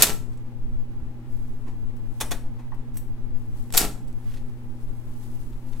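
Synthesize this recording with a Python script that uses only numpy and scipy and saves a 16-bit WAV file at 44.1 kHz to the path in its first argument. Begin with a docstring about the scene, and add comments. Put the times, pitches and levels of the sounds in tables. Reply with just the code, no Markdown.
"""An electric typewriter hums, whirrs and rumbles on a cloth-covered table in a small room. A key strikes,
the carriage is stepped back with clacks, and the same key strikes again through a slip of correction paper.
Fingers bump the keys and the case, then pull the slip out and rub it. Blows are bursts of coloured noise,
some with added resonances; rubbing is grainy noise; the motor is wavering tones over noise."""
import sys
import numpy as np
from scipy import signal
from scipy.fft import rfft, irfft
from scipy.io import wavfile
from scipy.ndimage import uniform_filter1d

SR = 44100
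rng = np.random.default_rng(int(sys.argv[2]) if len(sys.argv) > 2 else 0)


def wav_out(sig):
    """Save sig, one row per channel (or a flat mono array), as 16-bit PCM at SR to the path in sys.argv[1]."""
    wavfile.write(sys.argv[1], SR, np.round(np.clip(np.atleast_2d(sig).T, -1, 1) * 32767).astype(np.int16))


N = 255780
TIME = np.arange(N) / SR
EDGE_HZ = 16100  # nothing is heard above this

# Stereo width of the machine's blows: [f/Hz, side minus mid/dB]
BLOW_WIDTH = [(150, -22), (300, -18), (600, -14), (1100, -9), (2200, -7), (5000, -6), (8000, -5),
              (16000, -5)]
# Stereo width of the soft, steady noises: [f/Hz, side minus mid/dB]
SOFT_WIDTH = [(10, 0.5), (50, -2.5), (130, -15), (300, -18.5), (600, -13), (1100, -7), (2200, 1.5),
              (6500, 0), (7700, -9.5), (9000, -24.5), (14000, -17)]
# One keystroke per row, all levels relative: [t/s when the type slug lands, slug level/dB, slug t60/s,
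# rebound level/dB, ribbon slap level/dB, rattle level/dB, rattle delay/s, rattle gap/s,
# rattle drop per knock/dB, rocking level/dB]
KEYSTROKES = [(.0220, -5, .05, -10.5, -35.5, -20, .018, .027, 4, -26.5),
              (3.7758, -7, 0.033, -25, -18.5, -21, .009, .021, 2.2, -23)]


def amp(db):
    """Turns decibels into a gain."""
    return 10 ** (np.asarray(db) / 20)


def unit(x):
    """Scales a sound to an rms level of 1."""
    return x / np.sqrt(np.mean(x ** 2) + 1e-20)


def read(points, hz):
    """Reads a table between its points, on a log-frequency axis."""
    f, value = np.transpose(points)
    return np.interp(np.log(hz + 1), np.log(f + 1), value)


def add(mix, s, sound):
    """Mixes a sound in at time s, cutting off whatever falls outside the mix."""
    at = round(s * SR)
    sound = sound[..., max(-at, 0):]
    part = mix[:, max(at, 0):][:, :sound.shape[-1]]
    part += sound[..., :part.shape[1]]


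def drift(rate_hz):
    """Makes a random wander of rms 1 that is mostly slower than rate_hz."""
    hz = np.fft.rfftfreq(N, 1 / SR)
    slow = rfft(rng.standard_normal(N)) / (1 + (hz / rate_hz) ** 4)
    return unit(irfft(slow, N))


def noise(colour, width, tilt_db=0, wider_db=0, size=N):
    """Coloured stereo noise: a part shared by both sides and a part of opposite sign. Tilt is dB per octave."""
    hz = np.fft.rfftfreq(size, 1 / SR)
    mid, side = rfft(rng.standard_normal((2, size)))
    side = side * amp(read(width, hz) + wider_db)
    gain = amp(read(colour, hz) + tilt_db * np.log2(hz + 20))
    gain = gain * (hz < EDGE_HZ)
    return unit(irfft(np.array([mid + side, mid - side]) * gain, size))


def ring(x, resonances):
    """Each resonance lifts its own narrow band and rings on."""
    for hz, width, db in resonances:
        b, a = signal.iirpeak(hz, hz / width, SR)
        x = x + (amp(db) - 1) * signal.lfilter(b, a, x)
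    return x


def blows(rows, colour, wider_db=0, chatter_db=0, size=16384):
    """Each blow shakes a dense crowd of fast-dying modes, heard as a noise burst whose level chatters.

    Rows hold [t/s, level/dB, rise/s, t60/s, brightness/dB per octave]."""
    out, t = np.zeros((2, N)), np.arange(size) / SR
    for s, db, rise, t60, tilt_db in rows:
        wobble = unit(uniform_filter1d(rng.standard_normal(size), size=90))
        chatter = unit(amp(chatter_db * wobble))
        attack = np.minimum(t / rise, 1)
        decay = amp(-60 * np.maximum(t - rise, 0) / t60)
        burst = noise(colour, BLOW_WIDTH, tilt_db, wider_db, size)
        add(out, s, amp(db) * attack * decay * chatter * burst)
    return out


def rumble():
    """Deep unsteady air noise, stronger on the left, and the soft table giving under the machine."""
    # Air noise colour: [f/Hz, relative level/dB]
    colour = [(3, 2), (9, 3), (20, -8.5), (30, -11), (42, -21), (60, -22), (85, -30.5), (120, -36.5),
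              (200, -52.5), (600, -85.5)]
    # A bump and the carriage's backspace jolting the machine: [t/s, level/dB, f/Hz, t60/s]
    jolts = [(1.014, -21, 68.4, 0.1), (2.216, -32, 44.9, 0.82)]
    rock_delay_s, rock_hz, rock_t60 = .028, 37, .5
    gusts = amp(2 * drift(6))
    out = amp(-27.5) * unit(noise(colour, SOFT_WIDTH) * gusts)
    out = out * amp([[2], [-2.5]])  # left, right in dB
    t = np.arange(SR) / SR
    rocking = [(s + rock_delay_s, db, rock_hz, rock_t60) for s, *_, db in KEYSTROKES]
    for s, db, hz, t60 in rocking + jolts:
        swing = np.sin(2 * np.pi * hz * t) * np.minimum(t * hz, 1)  # grows over its first cycle
        add(out, s, amp(db - 60 * t / t60) * swing)
    return out


def motor():
    """Magnetic hum at twice the mains rate, with wavering shaft tones over belt and bearing noise."""
    # Hum and shaft tones: [f/Hz, relative level/dB, unsteadiness as a share of the level]
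    tones = [(120.3, -42.5, 0.045), (240.4, -49, .22), (312.5, -64, 0.65), (351, -67, 0.65),
             (792, -70, 0.34), (838, -73.5, .8)]
    # Bearing noise colour: [f/Hz, relative level/dB]
    whirr_colour = [(240, -31.5), (400, -5.5), (512, -2.5), (753, -10.5), (814, -6.5), (893, -7),
                    (1460, -15), (1580, -15.5), (2250, -19.5), (5690, -31.5), (13500, -33.5), (16000, -41)]
    # Belt and shaft droning in the case, noise colour: [f/Hz, relative level/dB]
    drone_colour = [(90, -18.5), (140, -3), (175, -9.5), (230, 0), (320, -3.5), (400, -8), (520, -20),
                    (900, -45)]
    hum = np.zeros(N)
    for hz, db, unsteady in tones:
        sway = 1 + unsteady * (drift(6) + 1j * drift(3.4)) / np.sqrt(2)  # wavers in level and phase
        turning = np.exp(2j * np.pi * (hz * TIME + rng.random()))
        hum += np.sqrt(2) * amp(db) * (sway * turning).real
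    whirr = amp(-58) * noise(whirr_colour, SOFT_WIDTH) * amp(.7 * drift(25))
    drone = amp(-52.5) * noise(drone_colour, SOFT_WIDTH)
    return (hum + whirr + drone) * amp([[.3], [-.3]])  # left, right in dB


def room(x, build_s=0.012):
    """A short diffuse tail that builds up quickly, each band dying at its own speed."""
    # How long the room rings: [f/Hz, t60/s]
    ring_times = [(150, 0.99), (500, 0.49), (1500, 0.39), (4000, .32), (8000, .35), (12000, .32),
                  (16000, .25)]
    white = [(0, 0), (SR, 0)]
    hz, t, z = signal.stft(noise(white, BLOW_WIDTH, wider_db=-2.5, size=SR), SR, nperseg=256)
    fading = z * amp(-60 * t / read(ring_times, hz)[:, None])
    tail = signal.istft(fading, SR, nperseg=256)[1]
    tail = tail * np.minimum(np.arange(tail.shape[1]) / SR / build_s, 1)
    return signal.fftconvolve(x, tail / np.linalg.norm(tail[0]), axes=1)[:, :N]


def lid(x):
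    """Close echoes comb the sound and give it a boxy, metallic edge."""
    # Echoes off the open lid and the table: [delay/s, level/dB]
    echoes = [(.0011, -17.5), (.0027, -14.5), (.0043, -17)]
    out = x.copy()
    for delay, db in echoes:
        add(out, delay, amp(db) * x)
    return out


def rubbing():
    """Grainy friction of skin and paper: single strokes that swell and fade, then fingers working the slip."""
    # The slip carried away and rubbed between the fingers: [t/s, relative level/dB]
    fingering = [(4.45, -75.5), (4.798, -73), (4.822, -63), (4.844, -70), (5.07, -69.5), (5.092, -65),
                 (5.164, -68), (5.246, -60), (5.292, -66), (5.348, -63), (5.396, -67), (5.404, -59),
                 (5.446, -66.5), (5.656, -71.5), (5.678, -66), (5.8, -64.5)]
    # Strokes of a hand over keys and paper: [t/s at the loudest, relative level/dB, swell/s, fade/s]
    strokes = [(1.305, -66.5, .04, 0.93), (2.185, -63, 0.14, 0.034), (3.385, -66.5, 0.061, 0.19),
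               (3.58, -61.5, 0.094, 0.55), (4.335, -61, 0.24, 0.13)]
    # Friction noise colour: [f/Hz, relative level/dB]
    colour = [(1000, 0), (3000, -4.5), (6000, -2.5), (8500, 0.5), (13000, -0.5), (16000, -7.5)]
    fingering_db, stroke_db = 3, 1.5
    stroke_range_db = 19  # a stroke swells and fades by this much in its given times
    s, db = np.transpose(fingering)
    level = amp(fingering_db + np.interp(TIME, s, db)) * (TIME > s[0])
    for s, db, swell, fade in strokes:
        away = np.maximum((s - TIME) / swell, (TIME - s) / fade)
        level += amp(stroke_db + db - stroke_range_db * away)
    grain = unit(noise(colour, SOFT_WIDTH) * amp(1.7 * drift(150)))
    return uniform_filter1d(level, size=1000) * grain


def paper_snaps():
    """The slip drags out from behind the ribbon and crackles: noise bursts with a chattering level."""
    # The slip dragged out: [t/s, relative level/dB, rise/s, t60/s, brightness/dB per octave]
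    pull = [(4.21, -55, .11, 0.26, -4.5)]
    # The slip crackling: [t/s, relative level/dB]
    crackles = [(4.335, -49), (4.361, -47), (5.524, -57), (5.679, -58), (5.720, -54), (5.758, -54)]
    # Paper noise colour: [f/Hz, relative level/dB]
    colour = [(800, -10), (1800, 3), (2400, 1), (3200, 2.5), (4500, 2.5), (6000, -1.5), (10000, -3),
              (16000, -18)]
    rise_s, t60, tilt_db = 0.0072, 0.073, -3
    rows = pull + [(s, db, rise_s, t60, tilt_db) for s, db in crackles]
    return amp(-1) * blows(rows, colour, wider_db=-7, chatter_db=4)


def case_bumps():
    """The hand brushes against the case, whose panels resonate."""
    # Bumps: [t/s, relative level/dB, rise/s]
    bumps = [(1.655, -50, 0.031), (2.584, -51, 0.013)]
    # Case noise colour: [f/Hz, relative level/dB]
    colour = [(150, -5), (400, 8), (650, -6), (950, 4.5), (1400, -8), (2400, -6.5), (3000, -14.5),
              (7000, -16.5), (16000, -25)]
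    # Case resonances: [f/Hz, width/Hz, lift/dB]
    resonances = [(410, 51, 3.9), (800, 55.4, 4.1), (935, 210, 4.8)]
    t60, tilt_db = 0.13, -1
    rows = [(s, db, rise, t60, tilt_db) for s, db, rise in bumps]
    return amp(2.0) * ring(blows(rows, colour), resonances)


def key_knocks():
    """A fingertip knocks a key cap: a short, dull noise burst."""
    # Knocks: [t/s, level/dB, rise/s, t60/s, brightness/dB per octave]
    knocks = [(2.7175, -40.5, 0.0047, 0.076, -4)]
    # Key cap noise colour: [f/Hz, relative level/dB]
    colour = [(400, -23), (700, -9), (880, 5), (1080, -2), (1300, -11), (1650, -10), (1880, -5),
              (2200, -31), (8000, -47)]
    return blows(knocks, colour)


def metal_ticks():
    """Light metal parts tick and ring as the hand comes back, and a watch ticks near 2.97 s; harder ticks are
    brighter."""
    # Ticks: [t/s, relative level/dB]
    ticks = [(1.964, -52), (2.742, -52.5), (2.941, -50), (2.954, -49.5), (2.968, -36)]
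    # Light metal noise colour: [f/Hz, relative level/dB]
    colour = [(500, -9.5), (2000, -14), (5000, -14.5), (9500, -14), (11500, -5), (14000, -7.5),
              (16000, -11)]
    # Light metal resonances: [f/Hz, width/Hz, lift/dB]
    resonances = [(5860, 300, 8.2), (7700, 260, 8.5), (8200, 190, 13), (11100, 200, 3.8), (13430, 250, 6)]
    rise_s, t60 = .0025, 0.072
    neutral_db, brightening = -39, .25  # dB per octave for each dB over the neutral level
    rows = [(s, db, rise_s, t60, brightening * (db - neutral_db)) for s, db in ticks]
    return amp(-3) * ring(blows(rows, colour, wider_db=-8.0), resonances)


def pawl_clacks():
    """The backspace pawl pulls the carriage, then lets go; each move is the same quick group of blows."""
    # Moves of the pawl: [t/s, relative level/dB, brightness/dB per octave]
    moves = [(2.208, -19.5, -0.1), (2.314, -22, -1.3)]
    # Pawl touches, catches, and the carriage settles with a dull thud:
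    # [t/s after the catch, relative level/dB, t60/s, added brightness/dB per octave]
    clack = [(-.006, -9.5, 0.09, 0), (0, -1, 0.028, 0), (.0031, -2, 0.069, -1), (.018, -12.5, .14, -6.5)]
    # Carriage noise colour: [f/Hz, relative level/dB]
    colour = [(120, -20), (220, -9), (400, -8.5), (600, -2.5), (1250, -6.5), (1950, -6.5), (2800, -10),
              (4800, -10.5), (6900, -10), (10000, -6.5), (13100, -11), (16000, -16)]
    rise_s = 0.0024
    rows = [(s + after, db + part_db, rise_s, t60, tilt_db + part_tilt_db)
            for s, db, tilt_db in moves for after, part_db, t60, part_tilt_db in clack]
    return amp(-3.5) * blows(rows, colour, wider_db=-3, chatter_db=-0.5)


def lever_blows(lever_rise_s, count=3):
    """The linkage throws the typebar; it falls back in ever weaker, duller knocks, with a low thud at its rest."""
    # Key, clutch, cam and lever throw the typebar, and later the key springs back:
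    # [t/s relative to the slug landing, relative level/dB, t60/s, brightness/dB per octave]
    cycle = [(-.0732, -40.5, .035, -2), (-.0514, -37.5, .05, 2.5), (-.0387, -25, .19, 1.5),
             (-.0312, -26, .3, 0), (.297, -59, .14, 2), (.351, -58, .04, 2)]
    cycle_db, cycle_rise_s = -1, .0013
    rattle_t60, rattle_tilt_db, dulling_db = .1, 2, 1.43
    rest_s, rest_db, rest_rise_s, rest_t60, rest_tilt_db = 0.062, -28.5, 0.0048, 0.16, -0.5
    for s, *_, rattle_db, delay, gap, drop_db, _ in KEYSTROKES:
        for after, db, t60, tilt_db in cycle:
            yield s + after, cycle_db + db, cycle_rise_s, t60, tilt_db
        for k in range(count):
            tilt_db = rattle_tilt_db - k * dulling_db
            yield s + delay + k * gap, rattle_db - k * drop_db, lever_rise_s, rattle_t60, tilt_db
        yield s + rest_s, rest_db, rest_rise_s, rest_t60, rest_tilt_db


def typebar_levers(lever_rise_s):
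    """The blows of the linkage and the falling typebar shake the metal frame, which rings on."""
    # Frame noise colour: [f/Hz, relative level/dB]
    colour = [(60, -14), (130, 4), (260, -1.5), (480, -5), (800, -8), (1200, -11), (2200, -12), (5000, -13),
              (7000, -14.5), (8000, -13), (11000, -16.5), (16000, -25.5)]
    # Frame resonances: [f/Hz, width/Hz, lift/dB]
    resonances = [(303, 21, 1.7), (425, 25, 3), (726.3, 28, 3.8), (812, 20, 11), (1040, 20, 4),
                  (1336, 30, 11), (2310, 120, 3), (7900, 300, 6)]
    rows = lever_blows(lever_rise_s)
    return amp(0.5) * ring(blows(rows, colour, chatter_db=4.0), resonances)


def slug_blows(lever_rise_s):
    """In each keystroke the slug slaps the ribbon, hits the platen, and rebounds."""
    ribbon_lead_s, ribbon_t60, ribbon_tilt_db = .0057, 0.18, 2.5  # ribbon and slip come before the platen
    slug_rise_s, slug_tilt_db = 0.00024, 0.8  # tilts are brightness in dB per octave
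    rebound_s, rebound_t60, rebound_tilt_db = .0086, .06, -2  # the slug rebounds just after
    for s, db, t60, rebound_db, ribbon_db, *_ in KEYSTROKES:
        yield s - ribbon_lead_s, ribbon_db, lever_rise_s, ribbon_t60, ribbon_tilt_db
        yield s, db, slug_rise_s, t60, slug_tilt_db
        yield s + rebound_s, rebound_db, slug_rise_s, rebound_t60, rebound_tilt_db


def slug_strikes(lever_rise_s):
    """The type slug's sharp blows on ribbon and platen, as bright noise bursts."""
    # Slug noise colour: [f/Hz, relative level/dB]
    colour = [(88, -39.5), (150, -12.5), (805, -9), (1190, -12.5), (1310, -9), (1940, -8.5), (3920, -4.5),
              (6510, -4.5), (7620, -2), (9440, -8), (13700, -1), (16000, -17.5)]
    return amp(1) * blows(slug_blows(lever_rise_s), colour, chatter_db=-1.5)


def scene():
    """The machine's blows and the handling sounds in the room, over the idling motor."""
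    # Resonances of the slug: [f/Hz, width/Hz, lift/dB]
    slug_rings = [(3926, 250, 5), (5720, 180, 5), (7300, 200, 4), (8200, 250, 1.7), (8650, 200, 4),
                  (10300, 420, 6.8), (11500, 270, 4), (12600, 200, 1.5)]
    # Resonances of the carriage: [f/Hz, width/Hz, lift/dB]
    carriage_rings = [(537, 46, 4.6), (848, 23, 6.3), (1330, 52, 3.1), (2000, 51, 2), (2440, 54, 8.3),
                      (3405, 92, 12.4), (3800, 72, 4.8), (6620, 910, 7.2)]
    lever_rise_s = .0016  # shared by the ribbon slap and the typebar's rattle
    background = motor() + rumble()
    hands = metal_ticks() + case_bumps() + key_knocks() + paper_snaps()
    pawl = pawl_clacks()
    levers = typebar_levers(lever_rise_s)
    strikes = slug_strikes(lever_rise_s)
    # the narrow peaks of slug and carriage carry straight to the microphone; the room mixes all directions
    direct = ring(strikes, slug_rings) + ring(pawl, carriage_rings) + levers + hands
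    wet = room(amp(-13.0) * strikes + amp(-12.0) * levers + amp(-9.5) * pawl + amp(-9.0) * hands)
    machine = (lid(direct) + wet) * amp([[0], [-.6]])  # left, right in dB
    return machine + rubbing() + background


def record(dry):
    """Flattens any peak beyond full scale, as an overloaded input does, then removes the highest treble."""
    lowpass = signal.firwin(511, EDGE_HZ, window=("kaiser", 8), fs=SR)
    return signal.oaconvolve(np.clip(dry, -1, 1), lowpass[None], "same")


dry = scene()
out = record(dry)
wav_out(out)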